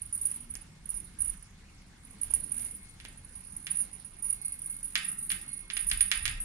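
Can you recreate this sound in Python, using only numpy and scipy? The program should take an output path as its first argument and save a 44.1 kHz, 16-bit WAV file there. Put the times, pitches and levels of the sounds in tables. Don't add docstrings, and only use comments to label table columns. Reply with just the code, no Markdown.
import sys
import numpy as np
from scipy import signal
from scipy.io import wavfile

SR = 44100
rng = np.random.default_rng(int(sys.argv[2]) if len(sys.argv) > 2 else 0)


def field_ratio(decibels):
    return 10 ** (np.asarray(decibels, dtype=float) / 20)


def transcribe(u):
    v = np.clip(np.atleast_2d(u).T, -1, 1)
    q = np.round(v * 32767).astype(np.int16)
    wavfile.write(sys.argv[1], SR, q)


N = 284004


def rms_one(x):
    return x / np.sqrt(np.mean(x ** 2) + 1e-20)


def in_time(rows):
    start_s, *columns = np.transpose(rows)
    return [np.interp(np.arange(N) / SR, start_s, column) for column in columns]


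def at_hz(points, hz):
    points_hz, values = np.transpose(points)
    return np.interp(np.log(hz), np.log(points_hz), values)


def drift(rate_hz):
    r = np.exp(-80 * np.pi * rate_hz / SR)
    slow = signal.lfilter([1], [1, -2 * r, r * r], rng.standard_normal(N // 40 + 2002))[2000:]
    return np.interp(np.arange(N) / 40, np.arange(len(slow)), rms_one(slow))


def swells(rows, floor_db, rise_s, fall_s):
    t = np.arange(N) / SR
    power = field_ratio(2 * floor_db)
    for peak_s, level_db in rows:
        width_s = np.where(t < peak_s, rise_s, fall_s)
        power = power + field_ratio(2 * level_db) * np.exp(-((t - peak_s) / width_s) ** 2)
    return 10 * np.log10(power)


def passband(x, low_hz, high_hz, order=2):
    edges_hz = [low_hz, min(high_hz, .45 * SR)]
    return signal.sosfilt(signal.butter(order, edges_hz, "band", fs=SR, output="sos"), x)


def ring(clicks, hz, t60_s):
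    r, w = field_ratio(-60 / (t60_s * SR)), 2 * np.pi * hz / SR
    return signal.lfilter([0, np.sin(w)], [1, -2 * r * np.cos(w), r * r], clicks + 1e-18)


def clicks_at(times_s, levels_db, pans_db):
    out = np.zeros((2, N))
    out[:, np.round(times_s * SR).astype(int)] = field_ratio(levels_db + pans_db * np.array([[.5], [-.5]]))
    return out


def grains(per_s, spread_db):
    sizes = field_ratio(spread_db * np.minimum(rng.exponential(1, N), 4)) * rng.choice([-1, 1], N)
    return sizes * (rng.random(N) < per_s / SR)


# freq_hz, correlation
LIKENESS = [(60, 1.0), (130, 1), (290, 0.78), (640, -0.29), (1410, 0.57), (3100, 0.098), (6820, 0.036),
            (15000, -0.79)]


def banded(spectrum, white, patchy_db):
    out = 0
    low_hz, high_hz = spectrum[0][0], spectrum[-1][0]
    edges = low_hz * 2 ** np.arange(0, np.log2(high_hz / low_hz) + .3, 1 / 3)
    for k, (low, high) in enumerate(zip(edges, edges[1:])):
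        mid, side = passband(white[k % 2], low, high)
        hz = np.sqrt(low * high)
        alike = np.clip(at_hz(LIKENESS, hz), -1, 1)
        gain = field_ratio(at_hz(spectrum, hz) + patchy_db * drift(10.8))
        out = out + gain * (np.sqrt(1 + alike) * mid + np.sqrt(1 - alike) * side * [[1], [-1]])
    return rms_one(out)


# freq_hz, density_db_per_hz
HUSH = [(180, -13), (300, -6), (385, -14), (528, -4), (565, -18), (749, -3), (961, -5), (2170, -7),
        (2930, -10.5), (8220, -11), (11500, -22), (14700, -31), (16000, -33)]


def hush():
    return field_ratio(-62) * banded(HUSH, rng.standard_normal((2, 2, N)), patchy_db=2.5)


# freq_hz, density_db_per_hz
TRAFFIC = [(65, -44), (110, -2.5), (172, 6), (231, -2), (353, -9.5), (450, -26.5), (580, -25), (990, -120)]
# peak_s, level_db
WAVES = [(.45, -63.5), (1.05, -61), (2.45, -57), (3.8, -60), (5.2, -57.5), (6.3, -60.5)]


def traffic():
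    level_db = swells(WAVES, floor_db=-61.5, rise_s=0.27, fall_s=0.27)
    return field_ratio(level_db) * banded(TRAFFIC, rng.standard_normal((2, 2, N)), patchy_db=2.5)


# peak_s, level_db
PASSES = [
    (.45, -56.5),
    (2.65, -57.5),
]


def engine_note():
    level_db = swells(PASSES, floor_db=-76, rise_s=0.096, fall_s=0.095)
    hz = 239.6 + 3.8 * drift(10.3)
    return field_ratio(level_db + 1.0 * drift(2.2)) * np.sin(2 * np.pi * np.cumsum(hz) / SR)


# peak_s, level_db
GUSTS = [(.55, -51), (.95, -51), (1.3, -48.5), (2.35, -47), (2.9, -66), (4.8, -59.5), (5.4, -52.5),
         (5.97, -37.5), (6.3, -37)]


def air_and_drone():
    gust_db = swells(GUSTS, floor_db=-58.5, rise_s=0.082, fall_s=0.069)
    mid, side = passband(rng.standard_normal((2, N)), 23, 40)
    air = field_ratio(gust_db) * rms_one(mid + field_ratio(-27) * side * [[1], [-1]])
    leaves_s, fade_db_per_s, buffet_db = 3.17, 4.5, -10.5
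    drone_db = -58.5 - fade_db_per_s * np.maximum(np.arange(N) / SR - leaves_s, 0)
    mid, side = passband(rng.standard_normal((2, N)), 52, 105)
    drone = rms_one(mid + field_ratio(-19.5) * side * [[1], [-1]])
    return air + np.hypot(field_ratio(drone_db), field_ratio(gust_db + buffet_db)) * drone


# peak_s, level_db
LOADS = [(2.65, -66.5), (2.85, -66), (4.3, -69), (4.5, -61.5), (4.72, -63), (5.52, -63.5), (5.66, -65.5)]
# freq_ratio, level_db
WHINE_PARTNERS = [(1.152, -8), (2, -6), (1.54, -11), (.972, -11)]


def whine():
    idle_db, motor_hz, load_shift_hz_per_db = -74, 2177, 0.4
    level_db = swells(LOADS, idle_db, rise_s=.07, fall_s=.07)
    hz = motor_hz + load_shift_hz_per_db * (level_db - idle_db)
    turns = 2 * np.pi * np.cumsum(hz + 2.24 * drift(6.0)) / SR
    lines = np.sin(turns)
    for ratio, db in WHINE_PARTNERS:
        lines = lines + field_ratio(db + 2.5 * drift(2)) * np.sin(ratio * turns)
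    return np.sqrt(2) * field_ratio(level_db + 1.5 * drift(5)) * lines


# freq_hz, density_db_per_hz
WOOL = [(300, -1), (600, -3.5), (1200, -6), (2200, -1.5), (4000, -8.5), (8000, -7.5)]
# peak_s, level_db
SWEEPS = [(.3, -59), (.95, -63), (1.27, -60.5), (2.3, -57), (2.62, -56.5), (3.8, -59), (4.3, -62.5),
          (4.9, -66)]


def brushing():
    fibres = np.array([rms_one(grains(1500.0, spread_db=4.5)) for port in range(2)])
    level_db = swells(SWEEPS, floor_db=-72, rise_s=0.073, fall_s=0.074)
    return field_ratio(level_db) * banded(WOOL, [fibres, fibres[::-1]], patchy_db=1.0)


# start_s, peak_db
PLUCKS = [(1.4127, -67), (2.6464, -44), (2.6864, -55), (2.7666, -37), (3.3344, -69), (4.2244, -35),
          (4.2438, -42), (4.6179, -52), (5.8676, -33)]


def plucks():
    start_s, peak_db = np.transpose(PLUCKS)
    return passband(clicks_at(start_s, peak_db + 16, 0 * start_s - 3.0), 11500, 16500)


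# start_s, peak_db, treble_db, body_db, left_right_db
KNOCKS = [(0.5528, -35.5, 6, -3, -4), (1.335, -51, -20, 1, 5), (2.3059, -45, -2, 11, -2),
          (2.3364, -36.5, -1, 4.5, -2), (2.5954, -52.5, 10, 5, 11), (3.0004, -35.5, -17, -24, -4),
          (3.0507, -31, -10, -3.5, -4), (3.6678, -24.5, -11, -22, -3.5), (4.9546, -10, -13.5, -35, -4),
          (5.3028, -23.5, -61, -20, -9.5), (5.3171, -21, -9.5, -33, -0.5), (5.7008, -22, -37, -28, -3),
          (5.7675, -20, -11, -18, -2.5), (5.8996, -35.5, 4, -44, -7), (5.9143, -15.5, -41, -29, 2),
          (6.0066, -19.5, -12, -28, -2.5), (6.115, -10, -12, -32, -5.5), (6.2544, -16.5, -10, -35, -11.5),
          (6.2787, -18, -10.5, -19.5, 2.5)]
# freq_hz, width_hz, level_db
WOOD = [(1404, 100, -46), (1660, 880, 0), (2910, 800, 5.5), (4800, 3140, -5.5)]
# freq_hz, level_db, t60_s
SEAT = [(1370, 6, 0.0077), (1544, -1.5, 0.18), (1832, 8, 0.065), (2095, 11.5, 0.072), (2331, 2.5, 0.15),
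        (2405, -6, 0.069)]


def knocks():
    start_s, peak_db, treble_db, body_db, pan_db = np.transpose(KNOCKS)
    snap_s = start_s + .0006
    blows = clicks_at(snap_s, peak_db + 16.0, pan_db)
    wood = 0
    for k, (hz, width_hz, db) in enumerate(WOOD):
        wood = wood + (-1) ** k * field_ratio(db) * passband(blows, hz - width_hz / 2, hz + width_hz / 2, order=1)
    seat = sum(field_ratio(db - 47.5) * ring(blows, hz, t60_s) for hz, db, t60_s in SEAT)
    crack = passband(clicks_at(snap_s, peak_db + treble_db + 20, pan_db), 3900, 10500)
    body = passband(clicks_at(start_s, peak_db + body_db + 18, pan_db), 173, 1020)
    snap = field_ratio(3) * passband(blows, 1600, 4800, order=4) + crack
    thud = passband(wood + seat, 1170, 10700, order=3) + field_ratio(-11.5) * crack + field_ratio(-5.0) * body
    return snap + body, thud


# freq_hz, level_db, t60_s
BELL = [(9626, -1.5, 0.061), (9230, -18.5, 0.01), (9820, -15.5, 0.024), (11100, -30, 0.14)]
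# peak_s, peak_db
TICKS = [(.14, -25.5), (.1498, -22.5), (.1778, -26.5), (.3144, -23.5), (.539, -30.5), (1.2192, -17.5),
         (.857, -33.5), (.903, -23.5), (1.0023, -33.5), (1.2586, -26), (2.3384, -14.5), (2.4025, -30.5),
         (2.7321, -48), (2.3489, -17), (3.6457, -38), (3.6695, -30), (3.771, -19.5), (4.2998, -30),
         (4.4818, -25.5), (4.5221, -25), (4.6194, -26.5), (2.2328, -22.5), (5.116, -24), (5.9219, -52),
         (5.9742, -22.5), (6.0257, -17.5), (6.0623, -26), (6.1153, -24), (6.1745, -26), (6.2953, -27)]
# peak_s, peak_db
TAPS = [(.0194, -28.5), (.268, -24), (.3406, -32.5), (.3606, -31.5), (.8922, -30), (.5677, -40),
        (1.2971, -24.5), (1.3722, -46), (1.426, -43.5), (2.0502, -46), (2.108, -45), (2.2148, -26.5),
        (4.8302, -29.5), (3.084, -42), (2.5192, -22), (2.6442, -36), (3.2484, -42), (3.4728, -41),
        (3.5657, -30), (3.523, -37.5), (4.3282, -23), (4.416, -32), (4.6603, -25.5), (4.7655, -33.5),
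        (5.045, -38), (5.315, -23.5), (5.7723, -25), (5.8874, -21.5), (6.009, -11), (6.0797, -26.5)]
# peak_s, peak_db
RINGS = [(.1274, -27), (.2136, -27), (.2534, -19), (.4049, -39), (.942, -33.5), (1.044, -45),
         (1.189, -35.5), (1.205, -26), (1.245, -31.5), (2.606, -33), (3.3538, -39), (3.9308, -39.5),
         (3.787, -26.5), (3.804, -22.5), (4.048, -39.5), (4.224, -30.5), (4.245, -29), (4.2622, -30.5),
         (4.448, -29), (4.6987, -30), (4.8438, -28), (5.2263, -29.5), (5.2935, -25), (5.342, -30.5),
         (5.5312, -32.5), (5.604, -40), (5.734, -31.5), (5.792, -29), (6.2256, -31), (6.4033, -26)]
# peak_s, peak_db
SKIDS = [(.063, -39.5), (.5107, -34.5), (.9751, -31.5), (1.284, -30.5), (2.3127, -31), (2.4439, -31.5),
         (2.5706, -33.5), (2.7058, -42), (2.7525, -36.5), (3.7152, -24.5), (4.199, -48), (4.306, -23.5),
         (4.4635, -29.5), (5.0893, -26), (5.1918, -28.5), (5.4177, -48.5), (5.493, -36), (5.579, -37),
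         (5.8118, -30), (.62, -44.5), (2.4784, -48), (2.9, -46), (3.761, -29.5), (5.053, -28),
         (5.879, -27.5), (5.8968, -33), (6.1576, -30.5), (6.2637, -30.5)]


def bell_blows(pan_db):
    out, t = np.zeros((2, N + 4000)), np.arange(-1000, 3000) / SR
    after = np.maximum(t, 0)
    main_t60_s = BELL[0][2]
    choke_ms, choke_early_s = 1.5, .004
    kinds = [(TICKS, 0.7, 2), (TAPS, 1.0, 4.1), (RINGS, 1, 15.6), (SKIDS, 7.9, 2.5)]  # swell_ms, fade_ms
    strikes = sorted((*row, swell_ms, fade_ms) for rows, swell_ms, fade_ms in kinds for row in rows)
    until_next_s = np.diff([row[0] for row in strikes], append=N / SR + 1)
    luck = rng.normal(0, 1, (len(strikes), 2 * len(BELL) + 2))
    for (peak_s, peak_db, swell_ms, fade_ms), gap_s, chance in zip(strikes, until_next_s, luck):
        swell = field_ratio(-6 * (t * 1e3 / max(swell_ms, .3)) ** 2)
        fade = field_ratio(-6 * t * 1e3 / max(fade_ms, .4))
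        shape = np.where(t < 0, swell, fade)
        shape = np.maximum(shape, field_ratio(-15.0 - 60 * t / main_t60_s) * (t > 0))
        shape = shape * field_ratio(-6 * np.maximum(t - gap_s + choke_early_s, 0) * 1e3 / choke_ms)
        turned = np.array([[1.76 * chance[-1]], [0]])
        tone = 0
        for k, (hz, db, t60_s) in enumerate(BELL):
            mode_db = db - 60 * after * (0.48 / t60_s - 0.41 / main_t60_s)
            phase = 2 * np.pi * (hz + 32 * chance[k]) * t + 9 * chance[k + len(BELL)]
            tone = tone + field_ratio(mode_db) * np.sin(phase + turned)
        i = round(peak_s * SR)
        level_db = peak_db + pan_db[:, [i]] + 1.35 * chance[-2] * np.array([[1], [0]])
        burst = field_ratio(level_db) * shape * tone
        out[:, max(i - 1000, 0):i + 3000] += burst[:, max(1000 - i, 0):]
    return out[:, :N]


# start_s, rattle_db, left_right_db, tinsel_db (against the ring)
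SHAKE = [(0.0, -64, -8.5, -19), (0.242, -68, -6, -17.5), (0.75, -84, -12.5, -27.5),
         (1.164, -71, -11.5, -17), (1.56, -81, -14.5, -35), (1.98, -78.5, -11, -18),
         (2.46, -54.5, -13.5, -25), (2.6, -44, -11.5, -14.5), (2.87, -63.5, 3, -20.5), (3.13, -66, -9, -23),
         (3.74, -53, -8.5, -23), (4.1, -64.5, -13, -27.5), (4.51, -54, -6.5, -20), (5.4, -50, -3.5, -16),
         (5.68, -62.5, -16, -43), (5.87, -42.5, -9.5, -17), (6.28, -49.5, -8.5, -27.5),
         (6.44, -69, 5.5, -19)]


def bell():
    rattle_db, left_db, rustle_db = in_time(SHAKE)
    pan_db = left_db * np.array([[.5], [-.5]])
    bounces = rms_one(grains(250.0, spread_db=4.0)) * field_ratio(2.5 * drift(30))
    shell = sum(field_ratio(db) * ring(bounces, hz, 0.3 * t60_s) for hz, db, t60_s in BELL)
    rattle = field_ratio(rattle_db + 3.5 + pan_db) * rms_one(passband(shell, 9000, 10150))
    ringing = bell_blows(pan_db) + rattle
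    settle = np.exp(-1 / (0.011 * SR))
    jolt = signal.lfilter([1 - settle], [1, -settle], np.mean(ringing ** 2, axis=0)) ** 0.45
    shared = grains(1500.0, spread_db=4.5)
    own = np.array([grains(3500.0, spread_db=3.5) for port in range(2)])
    crinkles = (shared + own) * field_ratio(2.5 * drift(40))
    tinsel = passband(crinkles, 9150, 10300, order=1) + field_ratio(-73.0) * passband(crinkles, 7500, 14300)
    tinsel = rms_one(passband(tinsel, 8600, 15000, order=3))
    return ringing + field_ratio(rustle_db + 6.0 + .5 * pan_db) * jolt * tinsel


# freq_hz, t60_s
ROOM_T60 = [(500, 0.88), (2000, 0.42), (5000, 0.33), (10000, 0.11), (15000, 0.052)]
# delay_s, level_db
ECHOES = [(.0016, -7), (.0026, -6), (.0056, -9), (.0083, -5), (.0102, -9)]


def room(x, tail_db, echoes):
    t = np.arange(SR // 2) / SR
    tail, edges = 0, 250 * 2 ** np.arange(0, 6.4, .5)
    white = rng.standard_normal((2, len(t)))
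    for low, high in zip(edges, edges[1:]):
        tail = tail + passband(white, low, high) * field_ratio(-60 * t / at_hz(ROOM_T60, low))
    near_surfaces = (1 - np.exp(-t / 0.0011)) * (1 + 0.24 * np.exp(-t / 0.0043))
    tail = field_ratio(tail_db) * tail * near_surfaces
    for delay_s, db in echoes:
        at = (SR * delay_s * rng.uniform(.93, 1.07, 2)).astype(int)
        tail[[0, 1], at] += field_ratio(db) * rng.choice([-1, 1])
    return signal.fftconvolve(x, tail, axes=1)[:, :N]


def scene():
    background = hush() + traffic() + engine_note() + air_and_drone()
    jingle = bell()
    snaps, thuds = knocks()
    near = jingle + snaps + plucks() + whine()
    near[0] = np.roll(near[0], 6)
    wet = room(jingle, tail_db=-28, echoes=[]) + room(thuds, tail_db=-22.0, echoes=ECHOES)
    return near + wet + brushing() + background


def top_cut(x):
    return signal.sosfilt(signal.butter(12, 16480, fs=SR, output="sos"), x)


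def record(dry):
    mix = signal.sosfilt(signal.cheby2(6, 16, 15500, fs=SR, output="sos"), dry)
    return top_cut(mix)


dry = scene()
out = record(dry)
transcribe(out)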